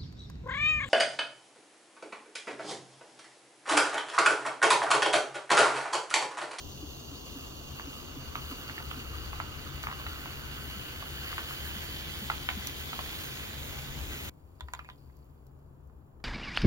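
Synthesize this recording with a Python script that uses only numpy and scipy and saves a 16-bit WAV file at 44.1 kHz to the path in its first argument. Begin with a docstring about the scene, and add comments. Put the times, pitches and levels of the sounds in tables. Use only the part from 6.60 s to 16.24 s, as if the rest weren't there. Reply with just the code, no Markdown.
"""Sparkling water is poured over ice in a double-walled glass: random bubble bursts make its foam hiss,
and the shrinking air space above the foam shapes the hiss as a resonant pipe. The bottle glugs with swelling sine pulses.
Ice knocks as damped glass modes with noise; cracking ice and small popping bubbles are short noise ticks; a room hums.
Then the scene skips ahead: the foam has settled to a faint fizz, long nails tap the glass as a hand
takes hold of it, cubes clink, and the table gives one low thud."""
import sys
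import numpy as np
from scipy import signal
from scipy.fft import rfft, irfft, next_fast_len
from scipy.io import wavfile
from scipy.ndimage import uniform_filter1d, map_coordinates

SR = 44100
rng = np.random.default_rng(int(sys.argv[2]) if len(sys.argv) > 2 else 0)


def generate_wav(sig):
    """Save sig (samples, or channels by samples) to the path in sys.argv[1] as 16-bit PCM at SR."""
    pcm = np.round(np.clip(np.atleast_2d(sig).T, -1, 1) * 32767).astype(np.int16)
    wavfile.write(sys.argv[1], SR, pcm)


N = 425124
SKIP_S = 7.698  # the moment at which the scene skips ahead


def amp(db):
    """Level law: decibels to amplitude gain."""
    return 10 ** (np.asarray(db) / 20)


def unit(x):
    """Power normalisation: scales to rms 1."""
    return x / np.sqrt(np.mean(x ** 2) + 1e-20)


def seconds():
    """Sampling: the time of every sample, in seconds."""
    return np.arange(N) / SR


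def along(points, hz):
    """Logarithmic frequency: interpolates (frequency, value) points on a log axis."""
    f, v = np.transpose(points)
    return np.interp(np.log(hz + 1), np.log(f + 1), v)


def wobble(rate):
    """Slow random modulation: a smooth curve with so many random knots a second."""
    knots = rng.standard_normal(int(N * rate / SR) + 4)
    return map_coordinates(knots, [np.arange(N) * rate / SR])


def filtered(x, response):
    """Linear filtering: the spectrum of x times a complex response of frequency."""
    size = x.shape[-1]
    m = next_fast_len(size + 8192)
    return irfft(rfft(x, m) * response(np.fft.rfftfreq(m, 1 / SR)), m)[..., :size]


def coloured(x, spectrum):
    """Spectral shaping: filters x by (frequency, dB) points, then scales it to rms 1."""
    return unit(filtered(x, lambda hz: amp(along(spectrum, hz))))


def band(x, hz, octaves):
    """Causal band-pass filtering, so many octaves wide, around hz."""
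    edges = np.clip(hz * 2 ** (np.array([-.5, .5]) * octaves), 20, SR / 2 - 100)
    return signal.sosfilt(signal.butter(2, edges, "band", fs=SR, output="sos"), x)


def decay(t, t60):
    """Exponential decay: the envelope falls by 60 dB in t60 seconds."""
    return amp(-60 * t / t60)


def noise_burst(t, t60):
    """Impact noise: white noise under an exponential decay."""
    return decay(t, t60) * rng.standard_normal(len(t))


def ring(modes, t, detune=0.023, scatter_db=2):
    """Modal superposition: damped sines with random strengths and slightly random pitches."""
    hz, db, t60 = np.transpose(modes)[:, :, None]
    size, shift = rng.standard_normal((2, len(modes), 1))
    envelope = amp(db + scatter_db * size - 60 * t / t60)
    return np.sum(envelope * np.sin(2 * np.pi * hz * (1 + detune * shift) * t), 0)


def swelling(t, swell_s, power):
    """Growth and decay: a power-law rise under an exponential fall."""
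    return (t / swell_s) ** power * np.exp(-2 * t / swell_s)


def add(track, s, sound, db):
    """Linear superposition: adds a sound at time s with the given peak level."""
    part = track[round(s * SR):][:len(sound)]
    part += amp(db) * sound[:len(part)] / np.abs(sound).max()


def before_skip():
    """Linear cross-fade: 1 until 4 ms before the skip, falling to 0 at the skip."""
    return np.clip((SKIP_S - seconds()) / .004, 0, 1)


def bursts(rate, scatter_db):
    """Shot noise: bubble bursts as tiny impulses at random moments, of widely differing sizes."""
    chance, size = rng.random(N), rng.standard_normal((2, N))
    impulses = np.sign(size[0]) * amp(scatter_db * np.clip(size[1], -3, 2.5))
    return unit((chance < rate / SR) * impulses)


# Air space between foam and rim. Columns: time_s, depth_m
AIR_DEPTH = [(0, 0.059), (1, 0.057), (2, 0.053), (3, 0.051), (4, 0.046), (5, 0.035), (5.8, 0.025),
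             (6.5, 0.024), (7.7, 0.013)]


def air_depth(s):
    """Moving boundary: depth in metres of the air space at time s."""
    return np.interp(s, *np.transpose(AIR_DEPTH))


def pipe_pitch(s, end_correction_m=0.017):
    """Quarter-wave resonance of the air column above the foam at time s."""
    sound_speed = 343  # m/s
    return sound_speed / (4 * (air_depth(s) + end_correction_m))


# Standing waves across the glass, with width and gain at full depth.
# Columns: pitch_hz (before the pipe's share), width_hz, gain_db, pipe_share (0-1), least_depth_m
CROSS_MODES = [(2627, 246, 11, 0.9, 0.019), (4496, 450, 10, 0.4, 0.015), (6400, 160, 1, 0.2, .004),
               (7300, 350, 4, 0.7, .004)]


def air_space(x, pipe_db=17, pipe_width_hz=470, pipe_fade=2.54, wall_m=0.011, cross_fade=0.45,
              shade_db=16, patchy_db=2.0):
    """Air-column resonance: as the space above the foam shrinks, its modes rise, weaken and broaden."""
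    hz, t, spectrum = signal.stft(x, SR, nperseg=512)
    hz = hz[:, None]
    depth = air_depth(t)
    deep = depth / depth.max()
    pipe_hz = pipe_pitch(t)

    def bell(centre, width):
        """Resonance curve: broader in a shallower space."""
        return 1 / (1 + (2 * (hz - centre) * deep / width) ** 2)

    db = pipe_db * deep ** pipe_fade * bell(pipe_hz, pipe_width_hz)
    # crosswise waves need walls above the foam and vanish near the rim
    for cross_hz, width, gain_db, pipe_share, least_m in CROSS_MODES:
        walled = np.clip((depth - least_m) / wall_m, 0, 1) * deep ** cross_fade
        db = db + gain_db * walled * bell(np.hypot(cross_hz, pipe_share * pipe_hz), width)
    # below the first crosswise wave, little sound escapes from a deep glass
    db = db - shade_db * deep ** 19.0 / (1 + (hz / 2550) ** 16)
    # random patches of gain, smoothed over frequency and time, make the hiss uneven
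    patches = uniform_filter1d(rng.standard_normal(spectrum.shape), size=4, axis=0)
    patches = uniform_filter1d(patches, size=7, axis=1)
    db = db + patchy_db * unit(patches)
    return unit(signal.istft(spectrum * amp(db), SR, nperseg=512)[1][:N])


POUR_END_S = 6.2  # the foam builds up until the bottle is taken away, then subsides


def foam_level(end_db, rise, fall):
    """Growth and collapse: level in dB, rising and then falling at constant rates in dB per second."""
    t = seconds() - POUR_END_S
    return end_db + np.minimum(rise * t, -fall * t)


# Spectrum of the coarse bubbles before the air space. Columns: frequency_hz, density_db (per Hz, relative)
COARSE_SPECTRUM = [(300, -10.5), (700, -7.5), (1100, -2.5), (2100, 1.5), (3000, 2), (3600, 2), (4150, -3.5),
                   (5600, -8.5), (6800, -5), (7500, -5), (8300, -20.5), (16000, -41)]
# Spectrum of the fine spray. 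Columns: frequency_hz, density_db (per Hz, relative)
FINE_SPECTRUM = [(2000, -40), (5000, -14), (8000, -3.5), (8700, 1.5), (9800, 1), (10700, 0), (11800, -3),
                 (12900, -4.3), (13900, 0), (15000, 0), (15900, -1.5), (16500, -40)]


def foam(open_db=1.67, open_depth_m=0.032, flutter_db=0.91, drift_db=0.8):
    """Shot noise through a resonator: coarse bubbles crackle inside the glass; fine spray hisses above it."""
    # coarse bubbles gain open_db each time the air space halves from open_depth_m
    opening = open_db * np.log2(open_depth_m / air_depth(seconds()))
    coarse_level = foam_level(end_db=-43, rise=0.78, fall=0.1) + opening
    fine_level = foam_level(end_db=-48.5, rise=1.6, fall=1)
    surge = flutter_db * wobble(25) + drift_db * wobble(5.5)
    coarse = air_space(coloured(bursts(rate=5000, scatter_db=4.5), COARSE_SPECTRUM))
    fine = coloured(bursts(rate=13000, scatter_db=2.0), FINE_SPECTRUM)
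    return amp(coarse_level + surge) * coarse + amp(fine_level + surge) * fine


# Spectrum of the stream on bare ice. Columns: frequency_hz, density_db (per Hz, relative)
SPLASH_SPECTRUM = [(3500, -2.5), (5000, 3), (6400, 14.5), (7700, -1.5), (8700, -1), (10500, -6.5),
                   (12600, -15), (14900, 5), (16200, -23)]


def splash(start_db=-55, fall_db_per_s=2.5):
    """Impact shot noise: the stream sizzles on bare ice, fading as the drink covers the cubes."""
    sizzle = coloured(bursts(rate=7100, scatter_db=8.5), SPLASH_SPECTRUM)
    return amp(start_db - fall_db_per_s * seconds()) * sizzle


# Spectrum of the settled drink. Columns: frequency_hz, density_db (per Hz, relative)
FIZZ_SPECTRUM = [(800, -11), (2500, 3), (4100, -4.5), (4600, -4.5), (5200, -7), (6500, -7), (7200, 4),
                 (8100, -3), (9000, 2.5), (12600, -5), (15200, -2)]


def settled_fizz(fizz_db=-73, flat_db_per_s=2.5, grab_s=8.14, stir_db=8, stir_rise_s=0.12, stir_fall_s=0.37,
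                 prickle_db=-7):
    """Sparse shot noise: a faint fizz goes flat, flares as the grip shakes bubbles loose, and prickles."""
    t = seconds()
    stir = np.exp(np.minimum((t - grab_s) / stir_rise_s, (grab_s - t) / stir_fall_s))
    level = fizz_db - flat_db_per_s * (t - SKIP_S) + stir_db * stir
    fizz = coloured(bursts(rate=4000, scatter_db=2.0), FIZZ_SPECTRUM)
    # a few larger bubbles
    prickle = unit(band(bursts(rate=50, scatter_db=1), 4600, octaves=0.16))
    return amp(level) * (fizz + amp(prickle_db) * np.sqrt(stir) * prickle)


# Narrow resonances among the table and dishes around the glass. Columns: pitch_hz, width_hz, gain_db
SURROUNDING_MODES = [(1510, 40, 9), (1540, 30, 6), (1776, 30, 5), (2017, 54, 10), (2277, 30, 8.5),
                     (2486, 35, 7.5), (2805, 35, 5), (3090, 50, 5), (3424, 62, 5), (4570, 85, 5)]


def surroundings(hz):
    """Sympathetic resonance: gain of the objects around the glass at each frequency."""
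    db = sum(gain_db / (1 + (2 * (hz - centre) / width) ** 2) for centre, width, gain_db in SURROUNDING_MODES)
    return amp(db)


def hiss():
    """Diffuse field: foam, then fizz, each with a steady wash of bubbles unrelated left and right."""
    early = before_skip()
    direct, *wash = [early * (foam() + splash()) + (1 - early) * settled_fizz() for _ in range(3)]
    return placed(direct, filtered(np.array(wash), surroundings), diffuse_db=-1)


# Air gulped into the bottle, lower as it empties. Columns: start_s, level_db (relative peak), pitch_hz (settled)
GULPS = [(0.22, -36, 282), (.51, -41, 273), (0.752, -36, 259), (1.265, -36, 260), (1.558, -36.5, 262),
         (1.908, -34.5, 257), (2.362, -36, 248), (4.153, -40, 192), (5.153, -37.5, 192), (5.612, -36, 192),
         (5.962, -34, 191)]


def bottle(glug_db=-2, swell_s=0.01, bend=0.63, bend_s=0.0069):
    """Volume resonance: a gulp of air swells in the neck, and its pitch drops as it grows."""
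    track, t = np.zeros(N), np.arange(SR // 6) / SR
    for s, db, hz in GULPS:
        phase = 2 * np.pi * np.cumsum(hz * (1 + bend * np.exp(-t / bend_s))) / SR
        add(track, s, swelling(t, swell_s, power=3) * np.sin(phase), db + glug_db)
    return track


# Ice knocking under water. Columns: start_s, level_db (relative peak), pitch_hz, snap_db (relative)
ICE_KNOCKS = [(1.197, -30, 1150, -16), (1.755, -24, 1280, -16), (2.097, -30.5, 1650, -7),
              (2.18, -29.5, 1790, 1), (2.202, -35, 1110, -10), (2.313, -29, 1300, -2),
              (2.731, -32, 1100, -17), (2.801, -24, 1350, -13), (3.238, -30, 1490, -10),
              (3.27, -24, 1260, -13), (3.287, -33, 1080, -14), (3.3, -35, 1290, -10),
              (3.314, -32, 1250, -6), (3.327, -34, 1270, -12), (3.399, -37, 1100, -15),
              (3.465, -31, 1350, -1), (3.658, -32, 1040, -12), (4.425, -34.5, 1150, -15),
              (4.729, -32, 1310, -15), (4.781, -23.5, 1570, -18), (4.793, -33, 1520, -20),
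              (4.909, -33, 1330, -13), (5.7, -19.5, 1380, -9), (5.716, -31, 1660, -8),
              (5.889, -15.5, 1850, -4), (5.901, -29, 2210, -1), (6.331, -28.5, 1300, -10),
              (6.391, -24.5, 1060, -8), (6.461, -35, 1850, -7), (6.53, -35, 1060, -10)]


def contacts(rebound_s=0.016, rebound_db=-23, jostle_count=12):
    """Repeated impact: rows for each knock, its softer rebound, and faint jostles at random moments."""
    rebounds = [(s + rebound_s * rng.uniform(0.524, 2), db + rebound_db, hz, snap_db)
                for s, db, hz, snap_db in ICE_KNOCKS]
    # the stream moves the floating cubes
    jostles = [(rng.uniform(1.8, 6.6), -44.5 + rng.normal(0, 2), 1250 * rng.lognormal(0, 0.33), -8)
               for _ in range(jostle_count)]
    return list(ICE_KNOCKS) + rebounds + jostles


# Modes of the filled glass, before each knock's random loading. Columns: pitch_hz, level_db (relative), t60_s
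GLASS_MODES = [(760, -0.5, 0.039), (930, 3.5, 0.028), (1150, 2, 0.024), (1350, 2, 0.021), (1590, -8, 0.018),
               (1850, -5, 0.016), (2160, 0, 0.022), (2600, -14, 0.015)]


def ice(knock_db=5.5, thud_hz=1300, thud_octaves=1.66, ping_db=-1, ping_t60=0.019, grit_db=-5, grit_t60=0.026,
        rattle_db=-19, rattle_t60=0.067, snap_hz=2300, snap_t60=0.011, spread=0.03):
    """Impact excitation of modes: cubes thud, ping, scrape and snap on the glass, dulled by the water."""
    track, t = np.zeros(N), np.arange(SR // 8) / SR
    water = signal.butter(3, [600, 4200], "band", fs=SR, output="sos")
    impulse = 1.0 * (t == 0)
    for s, db, hz, edge_db in contacts():
        load = np.exp(spread * rng.standard_normal())  # water and ice load the wall differently each time
        wall = unit(ring(GLASS_MODES, t * load))
        ping = amp(ping_db) * unit(ring([(hz, 0, ping_t60)], t, detune=0.0036))  # depends on the spot
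        thud = unit(band(impulse, thud_hz, thud_octaves))
        grit = noise_burst(t, grit_t60) + amp(rattle_db) * noise_burst(t, rattle_t60)
        scrape = amp(grit_db) * unit(band(grit, hz, thud_octaves))
        snap = amp(edge_db) * unit(band(noise_burst(t, snap_t60), snap_hz, octaves=0.89))  # hard edges
        knock = unit(band(wall + thud, hz, octaves=3.3)) + ping + scrape
        add(track, s, signal.sosfilt(water, unit(knock) + snap), db + knock_db)
    return track


# Sharp dry ticks: cracking ice, before and after the skip, and small bubbles popping late on. # Columns:
# start_s, level_db (peak before placing), pitch_hz
DRY_TICKS = [(3.231, -29, 5400), (6.0715, -19, 6800), (8.569, -49, 9500), (8.59, -57, 11000),
             (8.645, -56, 12000), (8.868, -49, 9500), (8.991, -59, 12000), (9.274, -58, 12000)]


def dry_ticks(tick_t60=0.0076):
    """Sudden release: cracking ice, before and after the skip, and small popping bubbles late on give sharp
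    ticks of band-passed noise."""
    track, t = np.zeros(N), np.arange(SR // 30) / SR
    for s, db, hz in DRY_TICKS:
        add(track, s, band(noise_burst(t, tick_t60), hz, octaves=1.7), db)
    return track


# Nails and fingertips on the glass.
# Columns: start_s, level_db (relative peak), snap_db (relative), click_db (relative)
NAIL_TAPS = [(7.999, -52, -7, -16), (8.008, -29, -5, -15), (8.085, -38, -30, -27), (8.1361, -23, -19, -11),
             (8.1498, -33, -8, -12), (8.192, -32.5, -33, -31), (8.247, -44, -25, -16),
             (8.289, -34.5, -21, -35), (8.3, -37.5, -9, -30), (8.498, -55, -32, -38),
             (9.298, -57, -34, -40), (9.602, -58, -37, -40.5)]
# Modes of the outer wall under a nail. Columns: pitch_hz, level_db (relative), t60_s
WALL_MODES = [(1005, 20.5, 0.037), (1210, 15, 0.022), (1450, 10.5, 0.014), (1770, 7, 0.013),
              (2080, 8, 0.018), (2480, 7, 0.011), (4700, -12, .012)]


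def fingers(tap_db=2, snap_db=3, snap_hz=3480, snap_t60=0.0068, click_db=3, click_hz=7100, click_t60=0.0057,
            grit=0.71, grit_t60=0.016, edge_db=-9, edge_t60=0.0041):
    """Damped modal impact: each nail snaps and clicks on the outer wall, whose ring the hand damps at once."""
    track, t = np.zeros(N), np.arange(SR // 5) / SR
    high_pass = signal.butter(2, 750, "high", fs=SR, output="sos")

    def tick(t60, hz):
        """Single-mode decay: one damped sine at rms 1."""
        return unit(decay(t, t60) * np.sin(2 * np.pi * hz * t))

    for s, db, bright_db, treble_db in NAIL_TAPS:
        scrape = unit(band(noise_burst(t, grit_t60), 1550, octaves=1.1))
        body = unit(unit(ring(WALL_MODES, t)) + grit * scrape)
        snap = amp(snap_db + bright_db) * tick(snap_t60, snap_hz)
        edge = unit(band(noise_burst(t, edge_t60), 8700, octaves=.5))
        click = amp(click_db + treble_db) * (tick(click_t60, click_hz) + amp(edge_db) * edge)
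        add(track, s, signal.sosfilt(high_pass, body + snap + click), db + tap_db)
    return track


# Floating cubes clinking as the glass is gripped. Columns: start_s, level_db (peak before placing), pitch_hz
CUBE_CLINKS = [(8.194, -45, 2420), (8.25, -48, 2400), (8.299, -53, 3200), (8.379, -62, 4640)]


def clinks(clink_t60=0.12, octaves=0.25):
    """Grazing contact: floating cubes touch with a brief, rough chink of narrow-band noise."""
    track, t = np.zeros(N), np.arange(SR // 5) / SR
    for s, db, hz in CUBE_CLINKS:
        add(track, s, band(noise_burst(t, clink_t60), hz, octaves), db)
    return track


def table_bump(s=8.015, db=-37, hz=68, swell_s=0.025):
    """Low-frequency impulse response: the hand nudges the table, which gives one soft thud."""
    track, t = np.zeros(N), np.arange(SR // 5) / SR
    add(track, s, swelling(t, swell_s, power=2) * np.sin(2 * np.pi * hz * t), db)
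    return track * amp([[2], [-2]])  # louder on the left


# Spectrum of the room air. Columns: frequency_hz, density_db (per Hz, relative)
AIR_SPECTRUM = [(15, -17.5), (35, -6.5), (54, -5), (65, 3), (78, 0.5), (90, -4), (112, -11.5), (138, 0),
                (165, -14), (300, -13), (450, -17), (600, -21), (1100, -23.5), (1700, -37.5),
                (5000, -103.5)]
# Likeness of left and right in the room air. Columns: frequency_hz, correlation (0-1)
AIR_LIKENESS = [(60, 0.97), (140, 0.79), (300, 0.59), (600, 0.023), (2000, 0.052)]
# Balance of the room air. Columns: frequency_hz, left_minus_right_db
AIR_BALANCE = [(30, 2.7), (70, 5.8), (140, 2.5), (300, 3.5), (600, 1)]
# Swells of the room's rumble. Columns: centre_s, half_length_s, rise_db
RUMBLE_SWELLS = [(0.05, 0.17, 4), (2.653, 0.26, 3), (7.352, 0.17, 3.5)]


def room_air(early_db=-44.0, late_db=-53.0, rush_db=-42, late_rush_db=-54.0, creep_db_per_s=0.42, wander_db=1.0):
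    """Room modes: ventilation drones in low resonances; the rumble wanders and swells under a steadier rush."""
    def turn(hz):
        """Partial coherence: the mixing angle that gives the wanted correlation."""
        return np.arccos(np.clip(along(AIR_LIKENESS, hz), -1, 1)) / 2

    noise = rng.standard_normal((2, N))
    mid, side = filtered(noise, lambda hz: np.array([np.cos(turn(hz)), np.sin(turn(hz))]))
    pair = np.array([mid + side, mid - side])
    pair = filtered(pair, lambda hz: amp(np.outer([.5, -.5], along(AIR_BALANCE, hz))))
    pair = coloured(pair, AIR_SPECTRUM)
    deep = filtered(pair, lambda hz: 1 / (1 + (hz / 180) ** 8))
    t, early = seconds(), before_skip()
    creep = creep_db_per_s * (t - SKIP_S / 2)  # slow rise up to the skip
    swell = wander_db * wobble(3.1)
    swell = swell + sum(db * np.exp(-((t - s) / half) ** 2) for s, half, db in RUMBLE_SWELLS)
    rumble = amp(swell) * (early * amp(early_db + creep) + (1 - early) * amp(late_db))
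    rush = early * amp(rush_db + creep / 2) + (1 - early) * amp(late_rush_db)
    return rumble * deep + rush * (pair - deep)


# Decay of the diffuse tail. Columns: frequency_hz, t60_s
TAIL_DECAY = [(200, 0.28), (2000, 0.16), (12000, 0.039)]


def diffuse(x, size=4096):
    """Reverberation by convolution: a short diffuse tail of fading noise, drawn anew for each block."""
    blocks = np.pad(x, (0, -N % size)).reshape(-1, size)
    noise = rng.standard_normal((2, len(blocks), size))
    hz, t, spectrum = signal.stft(noise, SR, nperseg=256)
    fading = spectrum * decay(t, along(TAIL_DECAY, hz)[:, None])
    tails = signal.istft(fading, SR, nperseg=256)[1][..., :size]
    tails /= np.sqrt(np.mean(np.sum(tails ** 2, -1)))
    # convolve block by block; each end overlaps the next block
    spread = irfft(rfft(blocks, 2 * size) * rfft(tails, 2 * size))
    heads, ends = spread[..., :size].reshape(2, -1), spread[..., size:].reshape(2, -1)
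    return heads[:, :N] + np.pad(ends, ((0, 0), (size, 0)))[:, :N]


# Phase of the direct part. Columns: frequency_hz, left_lead_rad (negative: right leads)
STEREO_PHASE = [(20, 0), (700, -1.1), (950, -1.5), (1210, -1.2), (1550, -1.25), (2300, -2.9), (3000, -2.9),
                (3620, -3.6), (4000, -4.5), (4500, -4.1), (5400, -5.4), (6300, -5), (6700, -4.3),
                (7400, -3.9), (7800, -3.14), (10100, -3.14), (10450, -2.1), (11100, -1.8), (11800, -0.9),
                (12500, 0), (16000, 0)]
# Balance of the close sounds. Columns: frequency_hz, left_minus_right_db
STEREO_BALANCE = [(300, 0), (1300, -3.3), (2000, -1), (2900, -3), (4000, -1.5), (7000, -1), (8000, 0)]
# Level of the diffuse part against the direct part, before each source's own share.
# Columns: frequency_hz, diffuse_db
DIFFUSE_SHARE = [(600, -2), (1400, -5), (2600, -5), (3600, -1), (6500, -1), (7450, -5), (7950, -45),
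                 (10050, -45), (10500, -5), (12000, -6), (13000, -25)]


def placed(x, diffuse_part, diffuse_db):
    """Stereo phase and diffuse field: the direct part leads on the right; a diffuse part is mixed in by frequency."""
    def share(hz):
        """Diffuse-to-direct ratio: gain of the diffuse part at each frequency."""
        return amp(diffuse_db + along(DIFFUSE_SHARE, hz))

    direct = filtered(x, lambda hz: np.exp(1j * np.outer([.5, -.5], along(STEREO_PHASE, hz))))
    both = direct + filtered(diffuse_part, share)
    # dividing by the summed power keeps the level whatever the diffuse share
    return filtered(both, lambda hz: amp(np.outer([.5, -.5], along(STEREO_BALANCE, hz))) / np.hypot(1, share(hz)))


def scene(cubes_diffuse_db=-5, grip_diffuse_db=-7.0):
    """Superposition: the close sounds of drink, bottle, ice and hand, over the table thud and the room."""
    cubes, grip = ice() + dry_ticks(), fingers() + clinks()
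    placed_cubes = placed(cubes, diffuse(cubes), cubes_diffuse_db)
    placed_grip = placed(grip, diffuse(grip), grip_diffuse_db)
    return hiss() + placed_cubes + placed_grip + bottle() + table_bump() + room_air()


def record(dry, top_hz=15850):
    """Band limiting: nothing is kept from top_hz upwards."""
    return filtered(dry, lambda hz: hz < top_hz)


dry = scene()
out = record(dry)
generate_wav(out)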